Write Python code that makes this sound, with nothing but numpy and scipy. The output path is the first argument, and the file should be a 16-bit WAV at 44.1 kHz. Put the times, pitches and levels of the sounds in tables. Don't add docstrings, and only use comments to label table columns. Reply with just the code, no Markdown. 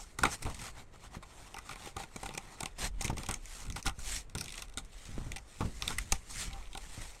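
import sys
import numpy as np
from scipy import signal
from scipy.fft import rfft, irfft, next_fast_len
from scipy.io import wavfile
from scipy.ndimage import uniform_filter1d, map_coordinates

SR = 44100
rng = np.random.default_rng(int(sys.argv[2]) if len(sys.argv) > 2 else 0)


def store_wav(level_fs):
    pcm = np.round(np.clip(np.atleast_2d(level_fs), -1, 1) * 32767)
    wavfile.write(sys.argv[1], SR, pcm.T.astype(np.int16))


N = 317520


def amp(db):
    return 10 ** (np.asarray(db) / 20)


def unit(x):
    return x / np.sqrt(np.mean(x ** 2) + 1e-20)


def wobble(rate):
    knots = rng.standard_normal(int(N * rate / SR) + 4)
    return map_coordinates(knots, [np.arange(N) * rate / SR])


def filtered(x, response):
    size = next_fast_len(N + SR // 2)
    hz = np.fft.rfftfreq(size, 1 / SR)
    return irfft(rfft(x, size) * response(hz), size)[:N]


def along(points, hz):
    f, db = np.transpose(points)
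    return amp(np.interp(np.log(hz + 1), np.log(f + 1), db))


def coloured(x, spectrum):
    return unit(filtered(x, lambda hz: along(spectrum, hz)))


def curves(rows):
    s, *columns = np.transpose(rows)
    return [np.interp(np.arange(N) / SR, s, column) for column in columns]


def room():
    # frequency in Hz, relative level in dB.
    room_spectrum = [(12, -8.5), (25, -6), (200, -23), (450, -21), (2500, -36), (4600, -65), (9000, -53),
                     (16000, -78)]
    return amp(-58.0) * coloured(rng.standard_normal(N), room_spectrum)


def flexing():
    # time in seconds, boom level in dB, flutter against the boom in dB.
    flex_levels = [(0.0, -49.5, -23), (0.28, -47.5, 4.5), (0.38, -54, 4.5), (0.44, -39, 1), (0.82, -52, -6),
                   (2.77, -51, -11.5), (2.85, -27.5, -6.5), (2.93, -39.5, -16), (3.05, -39, -3),
                   (3.55, -44.5, -26), (3.71, -37, -2), (3.83, -55, -5), (3.875, -29.5, -1.5),
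                   (3.94, -44, -8), (4.15, -35, -22), (4.24, -48, -7), (5.01, -49.5, -13),
                   (5.19, -34.5, -1), (5.52, -54, -12), (5.59, -45.5, -11), (6.02, -36.5, -12.5),
                   (6.08, -67, 12), (6.13, -28.5, -36), (6.24, -52.5, -9), (6.48, -36.5, -8),
                   (6.64, -43, -22), (7.06, -41, -23), (7.2, -59, -22)]
    # frequency in Hz, relative level in dB.
    boom_spectrum = [(12, -3.5), (25, -2.5), (50, -4), (90, -22), (200, -58), (600, -82)]
    flutter_spectrum = [(40, -13), (75, 6), (120, 0.5), (200, -6), (400, -19), (700, -66)]
    boom_db, flutter_db = curves(flex_levels)
    boom = coloured(amp(2.2 * wobble(12)) * rng.standard_normal(N), boom_spectrum)
    flutter = coloured(amp(3.5 * wobble(18)) * rng.standard_normal(N), flutter_spectrum)
    return amp(boom_db) * (boom + amp(flutter_db) * flutter)


def patchy(depth_db):
    z = signal.stft(rng.standard_normal(N), nperseg=256)[2]
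    field = uniform_filter1d(rng.standard_normal(z.shape), size=2, axis=0)
    field = uniform_filter1d(field, size=12, axis=1)
    return signal.istft(z * amp(depth_db * unit(field)), nperseg=256)[1][:N]


def sliding():
    # time of the peak in seconds, treble hiss level in dB,
    # middle against the treble in dB, sheet murmur against the treble in dB,
    # rise in seconds, fall in seconds (both for 20 dB).
    strokes = [(0, -47.5, -13.5, -9.5, .1, 0.064), (.1, -62.5, -9, -13, 0.078, 0.089),
               (.205, -47, -7, 0, 0.025, 0.12), (0.247, -48, 7, 15.5, 0.022, 0.057),
               (0.332, -35.5, -9.5, -10.5, 0.039, 0.035), (.46, -53.5, -6, -6, 0.15, 0.28),
               (0.474, -63, 10, 21.5, 0.02, 0.058), (0.666, -45, -4, -8, 0.099, 0.046),
               (0.786, -54.5, 0, 2, 0.057, 0.057), (0.947, -59.5, 1, 6, 0.017, 0.028),
               (1.053, -53.5, -2, -0.5, 0.069, 0.031), (1.147, -52.5, -1.5, 2, 0.032, 0.032),
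               (1.36, -56.5, -3.5, -0.5, 0.16, 0.26), (1.721, -50, -3, -6, 0.11, 0.027),
               (1.85, -51, -2.5, -4.5, 0.14, 0.081), (1.99, -49, -1, -0.5, 0.029, 0.071),
               (2.25, -51.5, -6.5, -9, 0.14, 0.056), (2.54, -58, -1, 2.5, 0.6, 0.2),
               (2.788, -44, -4, -2.5, 0.0057, 0.049), (2.854, -36, -3.5, -9, 0.067, 0.039),
               (3.053, -47, 0, -1, 0.072, 0.053), (3.19, -50, -3.5, -4, 0.043, 0.1),
               (3.299, -58, 11, 15.5, 0.016, 0.072), (3.53, -46.5, -6.5, -13.5, 0.14, 0.17),
               (3.771, -45.5, -5.5, -2.5, 0.023, 0.046), (3.87, -40.5, 1.5, 0, 0.021, 0.028),
               (4.02, -51, -15, -13, 0.055, 0.15), (4.13, -36, -6.5, -22.5, 0.12, 0.095),
               (4.42, -54.5, -3, -4, 0.026, 0.18), (4.6, -51, -6, -6.5, 0.11, 0.068),
               (5.04, -54.5, -2, -16, 0.19, 0.17), (5.22, -58.5, -5.5, 3.5, 0.18, 0.21),
               (5.58, -53.5, -6, -11, 0.17, 0.96), (5.619, -70, 4, 34, 0.016, 0.028),
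               (5.909, -44.5, -5, -4, 0.11, 0.045), (5.999, -54, -2, -18, 0.066, 0.077),
               (6.13, -50.5, -4, -21, 0.04, 0.053), (6.309, -42.5, -17, -10, 0.016, 0.032),
               (6.408, -37.5, -5.5, -23, 0.11, 0.083), (6.53, -59.5, -0.5, 3, 0.082, 0.15),
               (6.99, -48.5, -4.5, -9.5, 0.35, 0.24)]
    # frequency in Hz, relative level in dB.
    treble_spectrum = [(2530, -37), (4300, -7.5), (8180, 1), (9180, 0), (10300, -10), (11400, -6),
                       (16000, -22)]
    middle_spectrum = [(1000, -9.5), (1700, 2.5), (1920, 7.5), (2900, 2.5), (3650, 1), (4400, -4),
                       (5720, -26.5)]
    murmur_spectrum = [(150, -1), (320, -6.5), (580, -9), (790, -2.5), (1400, -8), (1620, -26), (2300, -89)]
    resting_db = -71
    rise_roundness, fall_roundness = 1.5, 2.8
    settle_db, settle_slower = -43, 0.67

    t = np.arange(0, N / SR + .002, .001)
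    levels = amp(resting_db) * np.ones((3, len(t)))
    for s, db, middle_db, murmur_db, rise, fall in strokes:
        before = abs(np.minimum(t - s, 0) / rise)
        after = abs(np.maximum(t - s, 0) / fall)
        swell = amp(db - 20 * before ** rise_roundness)
        stop = amp(-20 * after ** fall_roundness)
        settle = amp(settle_db - 20 * after / settle_slower)
        levels += swell * (stop + settle) * amp([[0], [middle_db], [murmur_db]])
    treble, middle, murmur = curves(np.vstack([t, levels]).T)

    grains = amp(1.2 * wobble(60) + 1.5 * wobble(400))
    rub = grains * patchy(depth_db=2.2)
    return (treble * coloured(rub, treble_spectrum)
            + middle * coloured(rub, middle_spectrum)
            + murmur * coloured(rub, murmur_spectrum))


def squeaks():
    # start and end in seconds, frequency in Hz, level in dB.
    squeak_tones = [(6.508, 6.595, 790, -50)]
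    t = np.arange(N) / SR
    out = np.zeros(N)
    for start, end, hz, db in squeak_tones:
        progress = np.clip((t - start) / (end - start), 0, 1)
        swell = np.sin(np.pi * progress) ** .25
        tone = np.sin(2 * np.pi * hz * t + 0.43 * wobble(50))
        out += amp(db + 3 * wobble(70)) * swell * tone
    return out


def pops():
    # time in seconds, level in dB, time in seconds for the top of the crumpling
    # to fall by 60 dB (its low part takes twice as long), time scale of the push in milliseconds.
    flips = [(0.19, -33, 0.084, 1.8), (0.223, -26.5, 0.074, 1.9), (0.456, -25.5, 0.081, 5.6),
             (1.169, -31, 0.059, 1.4), (1.964, -35.5, 0.068, 1.4), (2.16, -32.5, 0.047, 0.98),
             (2.233, -37, 0.27, 1.9), (2.608, -44, 0.085, 1.1), (3.05, -24, 0.059, 1.8),
             (3.098, -23, 0.076, 1.5), (3.129, -26, 0.067, 1.3), (3.181, -33, 0.19, 0.76),
             (3.29, -31.5, 0.16, 1), (3.861, -27.5, 0.06, 3.9), (3.983, -33.5, 0.027, 3.8),
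             (4.352, -28, 0.2, 1.7), (4.772, -36, 0.11, 2.9), (5.092, -35, 0.045, 2.1),
             (5.18, -28, 0.055, 0.63), (5.264, -35, 0.17, 1.1), (5.607, -21, 0.14, 1.7),
             (5.65, -24, 0.096, 2.3), (5.875, -33.5, 0.19, 3.2), (6.123, -24, 0.047, 4.5),
             (6.978, -32, 0.1, 1.6)]
    t = np.arange(SR // 3) / SR
    out = np.zeros(N + SR)
    for s, db, t60, push_ms in flips:
        u = t * 1000 / push_ms
        push = -u * (2 - u) * np.exp(1 - u)
        noise = rng.standard_normal(len(t))
        low = unit(signal.lfilter([1], [1, -1.94, .9409], noise))
        high = unit(signal.lfilter([1, -1], [1, -1.82, .8281], noise))
        fall_db = -60 * t / t60
        crumple = .5 * low * amp(fall_db / 2) + 0.15 * high * amp(fall_db)
        onset = 1 - np.exp(-u)
        out[round(s * SR):][:len(t)] += amp(db) * (0.92 * push + crumple * onset)
    return out[:N]


def ringing(envelope, noise, modes, tilt_db=0, pivot_hz=1000):
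    size = 2 * len(noise)
    f = np.fft.rfftfreq(size, 1 / SR)
    centre, width, db = np.transpose(modes)[:, :, None]
    tilt = tilt_db * np.clip(np.log2(centre / pivot_hz), -.5, .5)
    scatter = 2.5 * rng.standard_normal(centre.shape)
    sign = (-1) ** np.arange(len(centre))[:, None]
    resonance = 1j * f * width / (centre * centre - f * f + 1j * f * width)
    gain = (sign * amp(db + tilt + scatter) * resonance).sum(axis=0)
    out = irfft(rfft(envelope * noise, size) * gain)
    return out * np.linalg.norm(envelope) / np.linalg.norm(out)


def bites():
    # start and end in seconds, gap between bites in seconds,
    # treble level in dB, middle against the treble in dB, sheet ring against the treble in dB.
    cuts = [(0.616, .69, 0.022, -43, -7, 3), (2.291, 2.315, 0.016, -43.5, 4, 6.5),
            (3.602, 3.69, 0.016, -47.5, -5.5, -3), (4.682, 4.76, 0.014, -53.5, -2.5, -1),
            (6.508, 6.54, .021, -50.5, 5, -13), (6.626, 6.682, 0.015, -59.5, 11.5, -10)]
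    rows = []
    for start, end, gap, db, middle_db, ring_db in cuts:
        times = np.arange(start, end, gap)
        late, size, colour, tear = rng.standard_normal((len(times), 4)).T
        rows += [(t + 0.00087 * a, db + 0.59 * b, middle_db + 0.82 * c, ring_db + 3 * c, abs(3 + 2.0 * d))
                 for t, a, b, c, d in zip(times, late, size, colour, tear)]
    return rows


def snaps():
    # time in seconds, treble level in dB, middle against the treble in dB,
    # sheet ring against the treble in dB, tear length in milliseconds.
    snap_rows = [(.187, -33.5, -3.5, 5.5, 6.1), (.2338, -26, -5.5, 14, 6.4), (.2516, -31.5, 7.5, 12.5, 4.5),
                 (.4225, -40, -7, -1, 15), (.4509, -36, -1, -3, 1.3), (.4575, -57, 6, 24.5, 2),
                 (.4655, -48.5, 9, 21, 1.1), (.4989, -41, -10, -7, 2.2), (.5445, -40.5, -7, -19, 4.3),
                 (.591, -48, 1, -6, 7.4), (1.2262, -54.5, 1, 16, 14), (1.5425, -41, 2, 5.5, 2.2),
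                 (1.5652, -41, 2.5, 6, 1.6), (1.5841, -43, -1.5, 6, 6.4), (1.6919, -44, 1.5, 10.5, 4.3),
                 (1.7095, -44, 0, 7, 4.1), (1.7303, -48, 5, 5.5, 3.4), (1.7562, -45.5, 1.5, 6.5, 3.1),
                 (1.8581, -48, -2.5, 10.5, 8.8), (1.8726, -46, -2, 11, 4.5), (1.9651, -39.5, -3.5, 12, 6),
                 (1.9986, -42, -4, 10.5, 3.1), (2.036, -44.5, 2, 8, 3.4), (2.1602, -39, -3.5, 3, 4.8),
                 (2.2304, -40.5, -5, 10.5, 6.2), (2.2565, -43.5, -1, 12.5, 10.7), (2.3374, -44, -3, 1, 3.2),
                 (2.3466, -42.5, -2, 7.5, 5.4), (2.375, -34.5, -2, 4, 7.6), (2.6049, -32, -7.5, 1, 4.9),
                 (2.6299, -33.5, -4.5, 5, 4.5), (2.657, -30.5, -0.5, -2, 2.4),
                 (3.0092, -33, -6.5, 0.5, 7.6), (3.021, -34, -19, -26, 4.7),
                 (3.0434, -32.5, -1.5, -13, 5.6), (3.0506, -32, -5.5, -21, 4.8),
                 (3.0582, -32, -7, -23, 1.4), (3.079, -33.5, 2, -7, 2), (3.0975, -45, -4, 19.5, 11),
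                 (3.1692, -41, -4, 5, 3.4), (3.1802, -36, -3.5, -14, 3.6), (3.2336, -36.5, -3, -0.5, 2.4),
                 (3.2613, -41, -3, -8, 6.1), (3.287, -34, -5.5, 5.5, 8.1), (3.311, -24.5, -10.5, -24, 2.1),
                 (3.3402, -29, -8.5, -34, 3.7), (3.4561, -35, -7, -26, 1), (3.7004, -34, -1.5, -11, 1.06),
                 (3.7233, -35, -9, -29, 1.4), (3.76, -39.5, -2, 8.5, 10.5), (3.8267, -35, -13, -38, 1.8),
                 (3.8566, -31.5, -8, 2, 2), (3.863, -28.5, -5.5, 0, 5), (3.872, -30.5, 4.5, 1, 1.2),
                 (3.8795, -32.5, -10, 0.5, 2.6), (3.8938, -39.5, 1, 6, 3.5), (3.9895, -45, -14, 1, 6.5),
                 (4.2967, -47.5, -4, -10, 1.9), (4.3506, -36, -5.5, 2, 6.8), (4.3765, -38, -10, -25, 1.7),
                 (4.383, -27, -7, -23, 1.4), (4.4055, -42, -5, -22, 1.8), (4.4096, -29, -10, -8.5, 4),
                 (4.4404, -39, -9, -10, 4), (4.4575, -42.5, -1, -20, 3.4), (4.4805, -43, 1, -20, 5.2),
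                 (4.4915, -46, 3, -22, 3.3), (4.503, -42, -2, -20, 3), (4.5225, -39, -5, -22, 4.3),
                 (4.5405, -42, 4, -22, 1.9), (4.5545, -41, -8, -20, 3), (4.569, -52, -3.5, -20, 2.4),
                 (4.577, -39.5, 0, -11, 4.3), (4.592, -46, -2, -15, 5.5), (4.621, -36, -3, -5, 4.5),
                 (4.7732, -26, -4, -6, 1.5), (4.7811, -37.5, -3, -22, 7), (4.848, -47, -11, -12, 1.7),
                 (5.0529, -46.5, -2.5, -20, 4.4), (5.318, -34.5, 1, -11, 2.1), (5.3606, -40.5, -1, 3, 12),
                 (5.381, -48, -0.5, -3, 6.6), (5.606, -42, 1.5, 16.5, 2.3), (5.8218, -25, 0.5, -8, 1.2),
                 (5.8281, -42, 5, -6, 0.66), (5.8777, -26.5, 2.5, -12, 2.8), (5.89, -44, -10, -22, 4),
                 (5.9043, -35.5, -2, 3.5, 2.3), (5.9145, -40.5, 2, 2, 2.3), (5.983, -28.5, -0.5, -5.5, 5.9),
                 (6.1209, -20.5, -8, -2.5, 5.8), (6.248, -62, -3, -36, 3.1), (6.7308, -44.5, 3.5, -14, 2.2),
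                 (6.7498, -42, 3, 9.5, 2.8), (6.7732, -41, -2.5, 3.5, 8.2)]
    # frequency in Hz, width in Hz, relative level in dB.
    edge_modes = [(5400, 1700, 2.5), (6530, 920, 6), (8570, 1130, 7), (13400, 3400, -9.5)]
    middle_modes = [(2015, 130, 0.98), (2316, 165, 2.7), (2594, 330, 0), (3610, 550, 1.6)]
    sheet_modes = [(150, 98, 1), (420, 250, -1), (792, 40, 11), (907, 35, 8), (1055, 50, 7), (1225, 58, 4),
                   (1330, 50, 4), (1440, 70, 5)]
    # time in seconds, sheet tilt in dB per octave, middle tilt in dB per octave.
    grip = [(0.3, 1.5, -9), (1.6, 8, -17), (1.9, -14.5, -7), (3.3, -7, -7), (3.8, 12.5, -11), (4.5, 14, 3),
            (5.3, -18, -6), (5.88, 5, 9), (5.98, 22, -13), (6.12, -6, 1)]
    tear_sag_db = 6.5
    rustle_db, rustle_t60_s = -10.5, 0.093

    t = np.arange(4096) / SR
    cracks = np.pad(unit(amp(3.7 * wobble(2000))), (0, SR), "wrap")
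    rustle = (1 - np.exp(-t / 0.0045)) * amp(rustle_db - 60 * t / rustle_t60_s)
    ring = (1 - np.exp(-t / 0.00007)) * (amp(-60 * t / 0.015) + amp(-13 - 60 * t / 0.11))
    out = np.zeros(N + SR)
    sheet_tilt, middle_tilt = curves(grip)
    for s, db, middle_db, ring_db, tear_ms in list(snap_rows) + bites():
        after = np.maximum(t - tear_ms / 1000, 0)
        tear_db = 4 - tear_sag_db * t * 1000 / tear_ms - 60 * after / .004
        burst = (1 - np.exp(-t / .0002)) * amp(tear_db) + rustle
        noise = rng.standard_normal((2, len(t)))
        at = round(s * SR)
        spiky = noise[0] * cracks[at:at + len(t)]
        edge = ringing(burst, spiky, edge_modes)
        middle = ringing(burst, spiky, middle_modes, middle_tilt[at], pivot_hz=3070)
        sheet = ringing(ring, noise[1], sheet_modes, sheet_tilt[at])
        out[at:at + 2 * len(t)] += amp(db) * (edge + amp(middle_db) * middle + amp(ring_db) * sheet)
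    return out[:N]


def scene():
    mono = room() + flexing() + sliding() + squeaks() + pops() + snaps()
    return np.tile(mono, (2, 1))


def record(dry):
    # frequency in Hz, gain in dB.
    microphone_response = [(4150, -3.5), (4800, -5.5), (5400, -2.5), (12500, -11), (15700, -13.5),
                           (16400, -27)]
    top_hz = 16450
    return np.array([filtered(side, lambda hz: along(microphone_response, hz) * (hz < top_hz)) for side in dry])


dry = scene()
out = record(dry)
store_wav(out)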